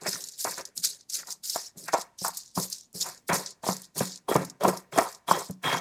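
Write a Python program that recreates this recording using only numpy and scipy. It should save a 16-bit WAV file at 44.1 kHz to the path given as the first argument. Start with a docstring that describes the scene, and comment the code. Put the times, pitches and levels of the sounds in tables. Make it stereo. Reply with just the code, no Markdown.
"""A stone pestle grinds onion, herbs and chilies in a stone mortar on a wooden board, about three strokes
a second. Over the hush of a quiet kitchen, wet leaves crackle from the first press. Stone then scrapes
and knocks on stone, exciting the modes of mortar and board, and single fibres snap. After about three
seconds the paste thins: the pestle rings on bare stone, and the hardest knocks follow. Throughout, the
room reverberates and two close microphone ports hear it all."""
import sys
import numpy as np
from scipy import signal
from scipy.fft import rfft, irfft, next_fast_len
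from scipy.io import wavfile
from scipy.ndimage import uniform_filter1d, map_coordinates

SR = 44100
rng = np.random.default_rng(int(sys.argv[2]) if len(sys.argv) > 2 else 0)


def unload_audio(sound):
    """Save the sound as a 16-bit wav file, at the path given as the first command line argument."""
    columns = np.transpose(np.atleast_2d(sound))
    # keep every value between -1 and 1, then stretch to whole-number steps
    steps = np.round(np.clip(columns, -1, 1) * 32767)
    wavfile.write(sys.argv[1], SR, steps.astype(np.int16))


N = 255956
GRID_S = np.arange(0, N / SR + .002, .001)  # envelope times, a millisecond apart

# Spectrum of the kitchen's hush: frequency_hz, density_db
HUSH_SPECTRUM = [(18, -49), (30, -20.5), (215, -16), (374, -23.5), (937, -28.5), (1500, -36), (6550, -31.5),
                 (12000, -43.5), (16000, -61.5)]
# Presses that crush the food: contact_s, contact_db, swell_s, peak_db, drag_s, lift_db, crispness_db
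PRESSES = [(.014, -49, 0.018, -46.5, 0.028, -46, -7.5), (.066, -34.5, 0.028, -29, 0.086, -43.5, -7),
           (.155, -49, .01, -43, 0.24, -50.5, -2), (0.383, -44, .02, -35.5, 0.21, -43.5, -0.5),
           (0.654, -52.5, 0.0046, -44, 0.0025, -45.5, -10), (0.761, -51, .002, -50, 0.0092, -49.5, 7),
           (0.771, -38.5, 0.0027, -39.5, 0.035, -46, -2), (0.823, -42, 0.024, -22.5, 0.12, -51, -6.5),
           (.99, -55, 0.0089, -52, 0.021, -56, -30), (1.094, -48.5, .06, -29, 0.07, -44.5, -5.5),
           (1.25, -55, 0.063, -37.5, .005, -35.5, -8.5), (1.438, -36, 0.079, -35, 0.16, -43.5, -3),
           (1.773, -47.5, .01, -46, 0.16, -57.5, 1.5), (1.925, -37, .013, -23.5, 0.015, -39.5, -12.5),
           (1.96, -42, .048, -36, 0.0045, -37.5, -10), (2.188, -42, 0.077, -32.5, 0.056, -49.5, -4),
           (2.336, -44, 0.044, -42, 0.17, -65, -10), (2.554, -38.5, 0.087, -34, 0.054, -52, -1.5),
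           (2.695, -50.5, .027, -36.5, 0.13, -60, -10), (2.946, -44, 0.012, -39, 0.035, -45.5, -0.5),
           (3.005, -31.5, 0.009, -22.5, 0.03, -35.5, -7.5), (3.058, -38, .006, -38, 0.13, -57.5, -6),
           (3.283, -35, 0.0022, -35, 0.016, -48.5, 2.5), (3.327, -40.5, 0.016, -26, 0.11, -47, -4),
           (3.462, -36, .006, -35, 0.056, -51, -25), (3.632, -44.5, 0.077, -32.5, .125, -57.5, -5),
           (3.835, -42, 0.011, -42.5, .003, -45.5, -13), (3.95, -49, 0.04, -32, 0.089, -41, -2),
           (4.05, -44.5, 0.063, -39, 0.064, -48.5, -16), (4.282, -60, 0.0059, -39, .2, -53.5, 2.5),
           (4.607, -54.5, 0.083, -36, 0.048, -52.5, 0), (4.735, -46, 0.059, -50, 0.0041, -49, -2.5),
           (4.925, -49.5, 0.083, -37.5, 0.16, -55.5, -1), (5.277, -46.5, 0.047, -29.5, 0.011, -43, -1),
           (5.334, -45.5, 0.056, -38.5, 0.14, -55, -4.5), (5.63, -50, 0.032, -42, 0.12, -39, -3.5)]
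# Spectrum of the wet crackle: frequency_hz, density_db
WET_SPECTRUM = [(880, -49.5), (1500, -24.5), (3050, -15), (3820, -3), (4470, 1), (5280, 4), (5890, 1.5),
                (7010, 2), (9230, -12), (11000, -21.5), (14300, -49), (22000, -120)]
# Spectrum of its crisp top: frequency_hz, density_db
CRISP_SPECTRUM = [(4710, -24), (8000, 3.5), (9340, 2.5), (12200, 4), (15200, -3), (16100, -24),
                  (16400, -31), (16500, -33)]
# Stone rubbing stone, the last three columns relative to bowl_db:
# peak_s, bowl_db, rise_s, hold_s, fade_db_per_s, belly_db, rim_db, board_db
SCRAPES = [(0.018, -54.5, 0.01, .002, 307, 4, -9, 5.5), (0.074, -41, 0.099, 0.0018, 550, 1, 4, -94),
           (0.13, -54.5, 0.055, .002, 146.5, 4.5, 8, 2), (0.447, -36, 0.0077, 0.041, 1200, -8.5, -4, -13.5),
           (0.503, -51, .03, 0.026, 400, -4.5, 2, -6.5), (0.577, -40, 0.014, .022, 897, -2, -3, -12),
           (0.769, -85.5, 0.024, 0.012, 297, -1, 14, 29.5), (0.87, -73, .03, 0.031, 175, 8, 10.5, 0),
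           (1.182, -68.5, 0.034, 0.033, 303, 9.5, 16.5, 0.5),
           (1.272, -53.5, 0.053, 0.012, 257, -8, -6, -11.5),
           (1.557, -35, 0.021, .002, 445.5, -11, -5.5, -24),
           (1.761, -75.5, .04, 0.078, 297, 15, -1.5, 18.5), (1.887, -39.5, 0.037, .002, 900, -12.5, 5, -16),
           (1.932, -25, 0.0066, 0.013, 306, -11.5, -10, -35.5), (2.225, -70.5, 0.037, .005, 315, -1, 0, 10),
           (2.244, -30.5, 0.012, .002, 324.5, -25, -9.5, -18),
           (2.575, -32, 0.024, 0.0014, 397, -1, -16.5, -3),
           (2.945, -80.5, 0.017, 0.01, 97.5, 26.5, 10.5, 29.5),
           (3.072, -39, 0.094, 0.0016, 339, -11.5, -3.5, -25.5),
           (3.292, -25, 0.0068, 0.0069, 188.5, -1.5, -2, -9.5),
           (3.638, -35.5, 0.016, .002, 547.5, -13.5, -9.5, -8),
           (3.693, -30, .06, 0.0013, 435, -5.5, -6.5, -3.5), (3.96, -46, 0.016, 0.026, 598, 1, -4.5, 0.5),
           (4.005, -28, 0.0078, .004, 646.5, -6.5, -4.5, -3),
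           (4.283, -32.5, 0.0057, 0.011, 595, 0, -15.5, -8),
           (4.323, -22.5, 0.046, 0.0023, 1200, -3, -8, -25.5),
           (4.353, -21, 0.0063, 0.0048, 907, -5.5, -9, 1), (4.369, -38.5, 0.024, 0.061, 500, -7, -12, 1.5),
           (4.609, -39.5, 0.01, 0.03, 501, 9, -8.5, -3.5), (4.649, -22, 0.036, .004, 798, 1.5, -12, -12.5),
           (4.681, -29.5, .025, 0.0086, 500, -1.5, -8, -3),
           (4.725, -42.5, 0.021, 0.038, 494, -17, -7.5, -12),
           (4.925, -42.5, 0.012, .04, 498.5, 0.5, -0.5, -8.5),
           (4.983, -20.5, 0.037, 0.0047, 692, -5.5, -5.5, -29),
           (5.01, -31.5, 0.041, 0.011, 205, -6.5, -16, -26),
           (5.284, -31.5, 0.021, 0.088, 288, -4, -8.5, -13.5),
           (5.49, -63.5, .006, 0.0057, 400, -5, -8, 21.5), (5.64, -28.5, 0.02, 0.1, 201.5, -9, 1, -12)]
# Middle modes of the mortar: pitch_hz, bandwidth_hz, level_db
BOWL_MODES = [(687, 67.5, 2.5), (794, 74, 1.5), (920, 70, 3.5), (1039.6, 76, 3.5), (1203, 64, -1),
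              (1350, 59, -3)]
# Low modes of the mortar: pitch_hz, bandwidth_hz, level_db
BELLY_MODES = [(393, 90, 0), (453.4, 104, -1.5), (542.7, 66, -2.5)]
# Upper modes of the mortar: pitch_hz, bandwidth_hz, level_db
RIM_MODES = [(1550, 400, 3), (1909, 130, 5.5), (2180, 160, 0), (2755, 290, -11.5)]
# Modes of the wooden board: pitch_hz, bandwidth_hz, level_db
BOARD_MODES = [(130, 63, -5.5), (173, 28, -0.5), (186.8, 9.1, -7), (264.4, 74, -8)]
# Coupling of the crushing to each body: bowl_db, belly_db, rim_db, board_db
PRESS_COUPLING = [-50.5, -36, -28, -40.5]
# Impacts of the pestle: start_s, level_db, spot_pitch_hz, board_db, rebound_ratio
IMPACTS = [(0.061, -22.5, 660, -61, 1), (0.081, -39.5, 695, -34.5, 0.7), (0.156, -30, 1500, -55, 0),
           (0.45, -17, 706, -49.5, 0.07), (0.474, -22.5, 1250, -60.5, 0.2), (0.493, -34, 1005, -62, 0.4),
           (0.577, -29.5, 1290, -57, 0.8), (0.791, -58, 347, -50.5, 0.3), (1.187, -40.5, 1970, -84, 1),
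           (1.205, -50, 1400, -85, 0.5), (1.231, -36, 1520, -84, 0.2), (1.285, -35.5, 1430, -60, 0.32),
           (1.56, -16.5, 700, -64, 0), (1.77, -49, 423, -46, 0.7), (1.885, -23.5, 1210, -68, 0.2),
           (1.933, -13, 980, -61, 0.96), (1.939, -11, 697, -54, 0.6), (1.952, -28.5, 890, -59, 0.3),
           (1.984, -22, 649, -48, 0.5), (2.217, -31.5, 455, -35, 0.4), (2.249, -16, 1115, -57, 0.3),
           (2.282, -27, 1080, -68, 1), (2.576, -15, 756, -24, 0), (2.951, -40, 396, -39.5, 0.3),
           (3.059, -32, 1056, -57.5, 0), (3.294, -13, 557, -31.5, 0), (3.329, -16.5, 990, -26, 0.4),
           (3.635, -28.5, 673, -45, 1), (3.666, -17.5, 646, -60, 0.68), (3.688, -11.5, 710, -22, 0),
           (4.008, -10, 470, -21, 0), (4.289, -21, 450, -36.5, 0.74), (4.314, -11.5, 399, -36, 0.1),
           (4.356, -5.5, 375, -18.5, 0.52), (4.635, -13, 670, -30.5, 0), (4.65, -7, 593, -22.5, 0),
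           (4.677, -11.5, 360, -21.5, 0.92), (4.733, -23, 762, -54, 0.43), (4.962, -21, 681, -40.5, 0.6),
           (4.978, -11.5, 489, -34.5, 0.84), (4.986, -2.5, 663, -39, 0.26), (5.016, -12.5, 677, -50, 0.5),
           (5.065, -27.5, 1010, -65.5, 0.8), (5.312, -2, 1027, -27, 0.27), (5.374, -48, 925, -56, 0.25),
           (5.418, -28.5, 926, -67, 0.46), (5.498, -28.5, 412, -27.5, 0.65)]
# Fibres that snap: start_s, level_db, t60_s, left_over_right_db, brightness_db
FIBRE_SNAPS = [(0.0702, -17, 0.02, 7, -22), (0.0904, -14, 0.018, 9, -13), (0.2194, -24, 0.02, 1, -16),
               (0.239, -17.5, 0.026, 10, -23), (0.286, -19, 0.034, 2.5, -22),
               (0.406, -23.5, 0.028, 20, -16.5), (0.4432, -12, 0.037, 5, -16.5),
               (0.4664, -22.5, 0.018, -7, -16.5), (0.509, -20, 0.06, 3, -12), (0.58, -19.5, 0.027, 10, -23),
               (0.653, -23.5, 0.013, 30, -32), (0.7768, -9.5, 0.016, -8, -15),
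               (0.848, -3.5, 0.019, 3, -23.5), (0.895, -29, 0.02, 4.0, -17.5),
               (1.009, -32, 0.016, 16, -44.5), (1.0979, -20, 0.06, 6.5, -21), (1.1408, -18, 0.033, 4, -11),
               (1.27, -30, 0.06, 13.5, -22), (1.3058, -14.5, 0.018, 7.5, -25),
               (1.3245, -17, 0.012, 15, -18), (1.4975, -13, 0.06, 4.5, -17.5),
               (1.559, -17.5, 0.029, 3, -11.5), (1.8806, -18.5, 0.039, -1.5, -18),
               (1.934, -28.5, 0.02, 3.0, -18.5), (2.0123, -22, 0.023, 11.5, -18.5),
               (2.248, -16.5, 0.022, 2.0, -6), (2.2799, -21, 0.034, 3.5, 0.5),
               (2.347, -25.5, 0.017, 5, -11), (2.371, -20.5, 0.06, 6, -8.5),
               (2.4593, -32, 0.018, 10.0, -37), (2.558, -23, 0.016, -9, -22), (2.7, -27.5, 0.04, 0.5, -4),
               (2.7264, -11.5, 0.033, 8.5, -22.5), (2.782, -25, 0.02, 11, -27),
               (2.809, -26.5, 0.017, 9, -28), (2.9292, -39.5, 0.012, 3, -2),
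               (2.9925, -21, 0.015, -7, -17.5), (3.009, -11, 0.017, -8, -26), (3.0644, -25, 0.028, 3.5, -6),
               (3.1462, -28, 0.012, 14, -30.5), (3.1763, -36, 0.021, 15, -37),
               (3.3317, -9.5, 0.019, 6, -21), (3.4635, -26.5, 0.019, 15, -31), (3.506, -25, 0.034, 5, -22),
               (3.688, -20, 0.026, 6, -14.5), (3.7294, -17, 0.02, 11.5, -24),
               (3.767, -25.5, 0.013, 22, -15.5), (3.818, -30.5, 0.023, 10, -6.5),
               (3.8524, -29, 0.016, 7, -29), (3.9629, -27, 0.02, 3, -12), (4.1583, -20, 0.017, 12.5, -41),
               (4.345, -16, 0.018, -1, -10), (4.362, -3.5, 0.0088, -8, -12), (4.419, -27, 0.02, 6.5, -19),
               (4.448, -22.5, 0.036, 6, -14), (4.4979, -23, 0.042, 0.5, -25),
               (4.6365, -21.5, 0.044, -2, -7), (4.681, -12.5, 0.034, 0.5, -21.5),
               (4.7723, -19.5, 0.021, 10, -18), (4.9767, -13.5, 0.023, 1, -12),
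               (4.9852, -6, 0.017, 3.5, -16.5), (5.0084, -20, 0.028, -2, -14),
               (5.1256, -26, 0.026, 9.5, -20), (5.1472, -36, 0.045, 22.5, -30),
               (5.3094, -19.5, 0.028, 17, -16.5), (5.5083, -32, 0.022, 5, -3.5)]
# Slides on bare stone: peak_s, level_db, hold_s
BARE_SLIDES = [(3.29, -45.5, .02), (3.636, -54.5, .03), (3.96, -60, .03), (4.288, -39, 0.023),
               (4.613, -47.5, .055), (4.933, -42.5, .07), (5.28, -36, .06), (5.636, -30.5, 0.096)]
# Modes of the pestle on bare stone: pitch_hz, bandwidth_hz, level_db
PESTLE_MODES = [(3262, 91, 8.5), (3960, 200, -6)]
# Reverberation time of the kitchen: frequency_hz, t60_s
ROOM_DECAY = [(150, 0.083), (1000, 0.4), (5000, 0.22), (14000, 0.36)]
# Likeness of the sound at the two ports: frequency_hz, coherence_ratio
PORT_COHERENCE = [(30, 1), (150, 0.97), (600, 0.96), (1500, 0.49), (4000, 0.13)]


def amp(db):
    """Decibels as an amplitude ratio."""
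    return 10 ** (np.asarray(db) / 20)


def unit(x):
    """Normalisation to an rms of one."""
    return x / np.sqrt(np.mean(x ** 2) + 1e-20)


def along(points, hz):
    """Interpolation on a logarithmic frequency axis."""
    knots_hz, values = np.transpose(points)
    return np.interp(np.log(hz + 1), np.log(knots_hz + 1), values)


def per_sample(envelope):
    """Linear interpolation from the millisecond grid to samples."""
    return np.interp(np.arange(N) / SR, GRID_S, envelope)


def wobble(knots_per_s):
    """Smooth random modulation: a spline through Gaussian knots."""
    knots = rng.standard_normal(int(N * knots_per_s / SR) + 4)
    return per_sample(map_coordinates(knots, [GRID_S * knots_per_s]))


def filtered(x, response):
    """Linear filtering: the spectrum times a frequency response."""
    size = next_fast_len(N + SR // 2)
    return irfft(rfft(x, size) * response(np.fft.rfftfreq(size, 1 / SR)), size)[..., :N]


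def highpass(hz, edge_hz):
    """Response of a causal second-order high-pass."""
    return (1j * hz / (edge_hz + 1j * hz)) ** 2


def colour(spectrum):
    """Spectral shaping that conserves the power of white noise."""
    rms = np.sqrt(np.mean(amp(along(spectrum, np.arange(SR // 2))) ** 2))
    return lambda hz: amp(along(spectrum, hz)) / rms


def ports(shared, differing, lag_s=4 / SR):
    """Partial coherence: two ports differ most in the treble, and the left hears later."""
    angle = lambda hz: np.arccos(along(PORT_COHERENCE, hz)) / 2
    mid = filtered(shared, lambda hz: np.cos(angle(hz)))
    side = filtered(differing, lambda hz: np.sin(angle(hz)))
    delay = lambda hz: np.exp(-1j * np.pi * hz * lag_s * np.array([[1], [-1]]))
    return filtered(np.array([mid + side, mid - side]), delay)


def hush():
    """Stationary noise: the faint background of the kitchen."""
    return amp(-69.5) * filtered(ports(*rng.standard_normal((2, N))), colour(HUSH_SPECTRUM))


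def crushing(touch_s=.017, touch_rise_db=43.5, lift_db_per_s=611, dulling_db_per_s=52.5):
    """Incoherent presses add in power: envelopes of the crackle and its top, which dulls in the drag."""
    power, crisp_power = np.zeros((2, len(GRID_S)))
    for contact_s, contact_db, swell_s, peak_db, drag_s, lift_db, crispness_db in PRESSES:
        peak_s = contact_s + swell_s
        lift_s = peak_s + drag_s
        times = [contact_s - touch_s, contact_s, peak_s, lift_s, lift_s + 1]
        levels = [contact_db - touch_rise_db, contact_db, peak_db, lift_db, lift_db - lift_db_per_s]
        db = np.interp(GRID_S, times, levels, left=-200)
        dulling_db = dulling_db_per_s * np.clip(GRID_S - peak_s, 0, 1)
        power += amp(2 * db)
        crisp_power += amp(2 * (db + crispness_db - dulling_db))
    return np.sqrt(power), np.sqrt(crisp_power)


def grit(breaks_per_s, spread_db, clump_db=2):
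    """Shot noise: tiny random fractures over smooth rubbing noise, modulated into clumps."""
    occurs = rng.random(N) < breaks_per_s / SR
    sizes = amp(spread_db * rng.standard_normal(N))
    breaks = unit(occurs * sizes * np.sign(rng.standard_normal(N)))
    rubbing = .8 * rng.standard_normal(N)
    clumps = amp(clump_db * (wobble(45) + .83 * wobble(160)))
    return unit((breaks + rubbing) * clumps)


def squelch(count=3000, median_hz=6000, spread_db=1):
    """Damped oscillation: each juice pocket bursts at its own pitch."""
    starts = (rng.random((count, 1)) * N).astype(int)
    pitch_hz = median_hz * np.exp(.3 * rng.standard_normal((count, 1)))
    sizes = amp(spread_db * rng.standard_normal((count, 1)))
    age = np.arange(128)
    cycles = pitch_hz * age / SR
    pops = sizes * np.sin(2 * np.pi * cycles) * np.exp(-cycles / 3.5)
    return unit(np.bincount((starts + age).ravel(), pops.ravel(), N + 128)[:N])


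def ticks(per_s=45, level_db=7, t60_s=.0035):
    """A Poisson process: stray fibres break, each briefly raising the gain of the crackle."""
    starts = (rng.random(N) < per_s / SR) * amp(level_db + rng.standard_normal(N))
    decay = amp(-60 * np.arange(SR // 50) / SR / t60_s)
    return 1 + np.abs(signal.fftconvolve(starts, decay)[:N])


def shreds(x, depth_db=3):
    """Spectral modulation: each shred of leaf colours its own patch of frequency and time."""
    spectra = signal.stft(x, nperseg=256)[2]
    patches = uniform_filter1d(rng.standard_normal(spectra.shape[-2:]), size=5, axis=0)
    patches = uniform_filter1d(patches, size=6, axis=1)
    return unit(signal.istft(spectra * amp(depth_db * unit(patches)), nperseg=256)[1][..., :N])


def crackle():
    """Fracture noise: leaves and onion tear and fibres snap, in a wet band and a crisp one above it."""
    wet_gain, crisp_gain = map(per_sample, crushing())
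    grains = [grit(breaks_per_s=2500, spread_db=4.5) + .24 * squelch() for _ in range(2)]
    tearing = ticks() * ports(*shreds(np.array(grains)))
    wet_snaps, crisp_snaps = snaps()
    wet = filtered(wet_gain * tearing + amp(-6) * wet_snaps, colour(WET_SPECTRUM))
    crisp = filtered(crisp_gain * tearing + amp(-1) * crisp_snaps, colour(CRISP_SPECTRUM))
    return wet * amp([[1], [-1]]) + crisp * amp([[3], [-3]])  # both louder on the left


def contact_power(peak_s, rise_s, hold_s, fade_db_per_s, rise_db=37):
    """Exponential growth, hold and exponential decay of the power of one contact."""
    before = np.clip(peak_s - GRID_S, 0, None)
    after = np.clip(GRID_S - peak_s - hold_s, 0, None)
    return amp(-2 * (rise_db * before / rise_s + fade_db_per_s * after))


def friction():
    """Friction drives bowl, belly, rim and board: envelopes of crushing, scrapes and lingering slides."""
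    slide_db, slide_db_per_s = np.c_[[-19, -12, -10.5, -13.5]], np.c_[[170, 170, 150, 150]]
    power = amp(2 * np.c_[PRESS_COUPLING]) * crushing()[0] ** 2
    for peak_s, bowl_db, rise_s, hold_s, fade_db_per_s, *others_db in SCRAPES:
        rub = contact_power(peak_s, rise_s, hold_s, fade_db_per_s)
        slide = amp(2 * slide_db) * contact_power(peak_s, rise_s, hold_s, slide_db_per_s)
        power += amp(2 * (bowl_db + np.c_[[0, *others_db]])) * (rub + slide)
    return np.sqrt(power)


def resonator(modes):
    """Modal superposition at unit noise gain; little radiates below the lowest mode."""
    def response(hz):
        peaks = sum((-1) ** k * amp(db) * 1j * hz * width / (pitch ** 2 - hz ** 2 + 1j * hz * width)
                    for k, (pitch, width, db) in enumerate(modes))
        return highpass(hz, .81 * modes[0][0]) * peaks
    rms = np.sqrt(np.mean(np.abs(response(np.arange(SR // 2))) ** 2))
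    return lambda hz: response(hz) / rms


def scrape():
    """Forced vibration: grit between the stones drives the modes of mortar, board and pestle."""
    drives = map(per_sample, [*friction(), bare_stone()])
    bodies = BOWL_MODES, BELLY_MODES, RIM_MODES, BOARD_MODES, PESTLE_MODES
    return sum(filtered(drive * grit(breaks_per_s=600, spread_db=2), resonator(modes))
               for drive, modes in zip(drives, bodies))


def struck(modes, t, damping, rise_s, weight_db=lambda hz: 0):
    """Free vibration after a soft-edged blow: decaying modes of random strength, summed to peak 1."""
    hz, width_hz, db = np.transpose(modes)[..., None]
    strengths = amp(db + weight_db(hz) + rng.normal(0, 1.4, hz.shape))
    partials = strengths * np.exp(-np.pi * width_hz * damping * t) * np.sin(2 * np.pi * hz * t)
    ring = partials.sum(0) * (1 - np.exp(-(t / rise_s) ** 2))
    return ring / np.abs(ring).max()


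def knocks(crack_t60_s=.005):
    """Impact excitation: the mortar cracks and rings, damped by paste and hand, and the board thuds."""
    pair = np.zeros((2, N + SR))  # what the ports share, and what they differ by
    t = np.arange(SR // 4) / SR
    brief = t[:SR // 14]
    mortar = BELLY_MODES + BOWL_MODES + RIM_MODES
    for start_s, db, spot_hz, board_db, rebound in IMPACTS:
        near_spot = lambda hz: -28 * np.log2(hz / spot_hz) ** 2
        delays_s = np.cumsum([0, *rng.uniform(.00347, .00654, 2)])  # the blow and two rebounds
        for bounce, delay_s in enumerate(delays_s):
            at = round((start_s + delay_s) * SR)
            for part, sign in zip(pair, (1, rng.choice([-1, 1]))):
                ring = struck(mortar, brief, damping=2.23, rise_s=.0018, weight_db=near_spot)
                part[at:at + len(brief)] += sign * amp(db) * rebound ** bounce * ring
        at = round(start_s * SR)
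        crack = uniform_filter1d(rng.standard_normal((2, len(brief))), size=7)
        pair[:, at:at + len(brief)] += amp(db - 8 - 60 * brief / crack_t60_s) * crack
        thud = struck(BOARD_MODES, t, damping=.85, rise_s=.0011)
        pair[0, at:at + len(t)] += amp(board_db + 5) * thud
    return filtered(pair[:, :N], lambda hz: highpass(hz, 50) ** 2)


def snaps(rise_s=.0005, edge_hz=4500):
    """Brittle fracture: each fibre gives a decaying burst of treble noise to the wet and crisp bands."""
    envelopes = np.zeros((2, 2, N + SR))  # band, port, sample
    t = np.arange(SR // 8) / SR
    for start_s, db, t60_s, pan_db, brightness_db in FIBRE_SNAPS:
        burst = amp(db - 60 * t / t60_s) * (1 - np.exp(-t / rise_s))
        pan = amp([[pan_db / 2], [-pan_db / 2]])
        bands = amp([[[0]], [[brightness_db]]])
        at = round(start_s * SR)
        envelopes[..., at:at + len(t)] += burst * pan * bands
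    noise = ports(*rng.standard_normal((2, N)))
    return filtered(envelopes[..., :N] * noise, lambda hz: highpass(hz, edge_hz))


def bare_stone():
    """Friction on bare stone: the envelope that drives the pestle's ring once the paste thins."""
    return np.sqrt(sum(amp(2 * db) * contact_power(peak_s, .012, hold_s, fade_db_per_s=296.5)
                       for peak_s, db, hold_s in BARE_SLIDES))


def reverberation(x):
    """A diffuse field: each frequency of the room's answer decays at its own rate."""
    hz, t, spectra = signal.stft(rng.standard_normal((2, SR // 2)), SR, nperseg=256)
    decay = amp(-60 * t / along(ROOM_DECAY, hz)[:, None])
    tail = signal.istft(spectra * decay, SR, nperseg=256)[1]
    delayed = np.pad(x, ((0, 0), (200, 0)))
    return signal.fftconvolve(delayed, tail / np.linalg.norm(tail[0]), axes=1)[:, :N]


def scene():
    """Superposition of food, stone, reverberation and hush at the two ports."""
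    food = crackle()
    scraping = np.array([scrape(), scrape()])
    stone = ports(*(scraping + knocks()))
    return food + stone + reverberation(amp(-24) * food + amp(-20.5) * stone) + hush()


def record(dry, bottom_hz=6, ceiling=.8, top_hz=16600):
    """Band limiting, and a soft limit that rounds off the loudest knocks to keep them below full scale."""
    x = filtered(dry, lambda hz: highpass(hz, bottom_hz))
    rounded = x / (1 + np.abs(x / ceiling) ** 4) ** (1 / 4)
    return filtered(rounded, lambda hz: hz < top_hz)


dry = scene()
out = record(dry)
unload_audio(out)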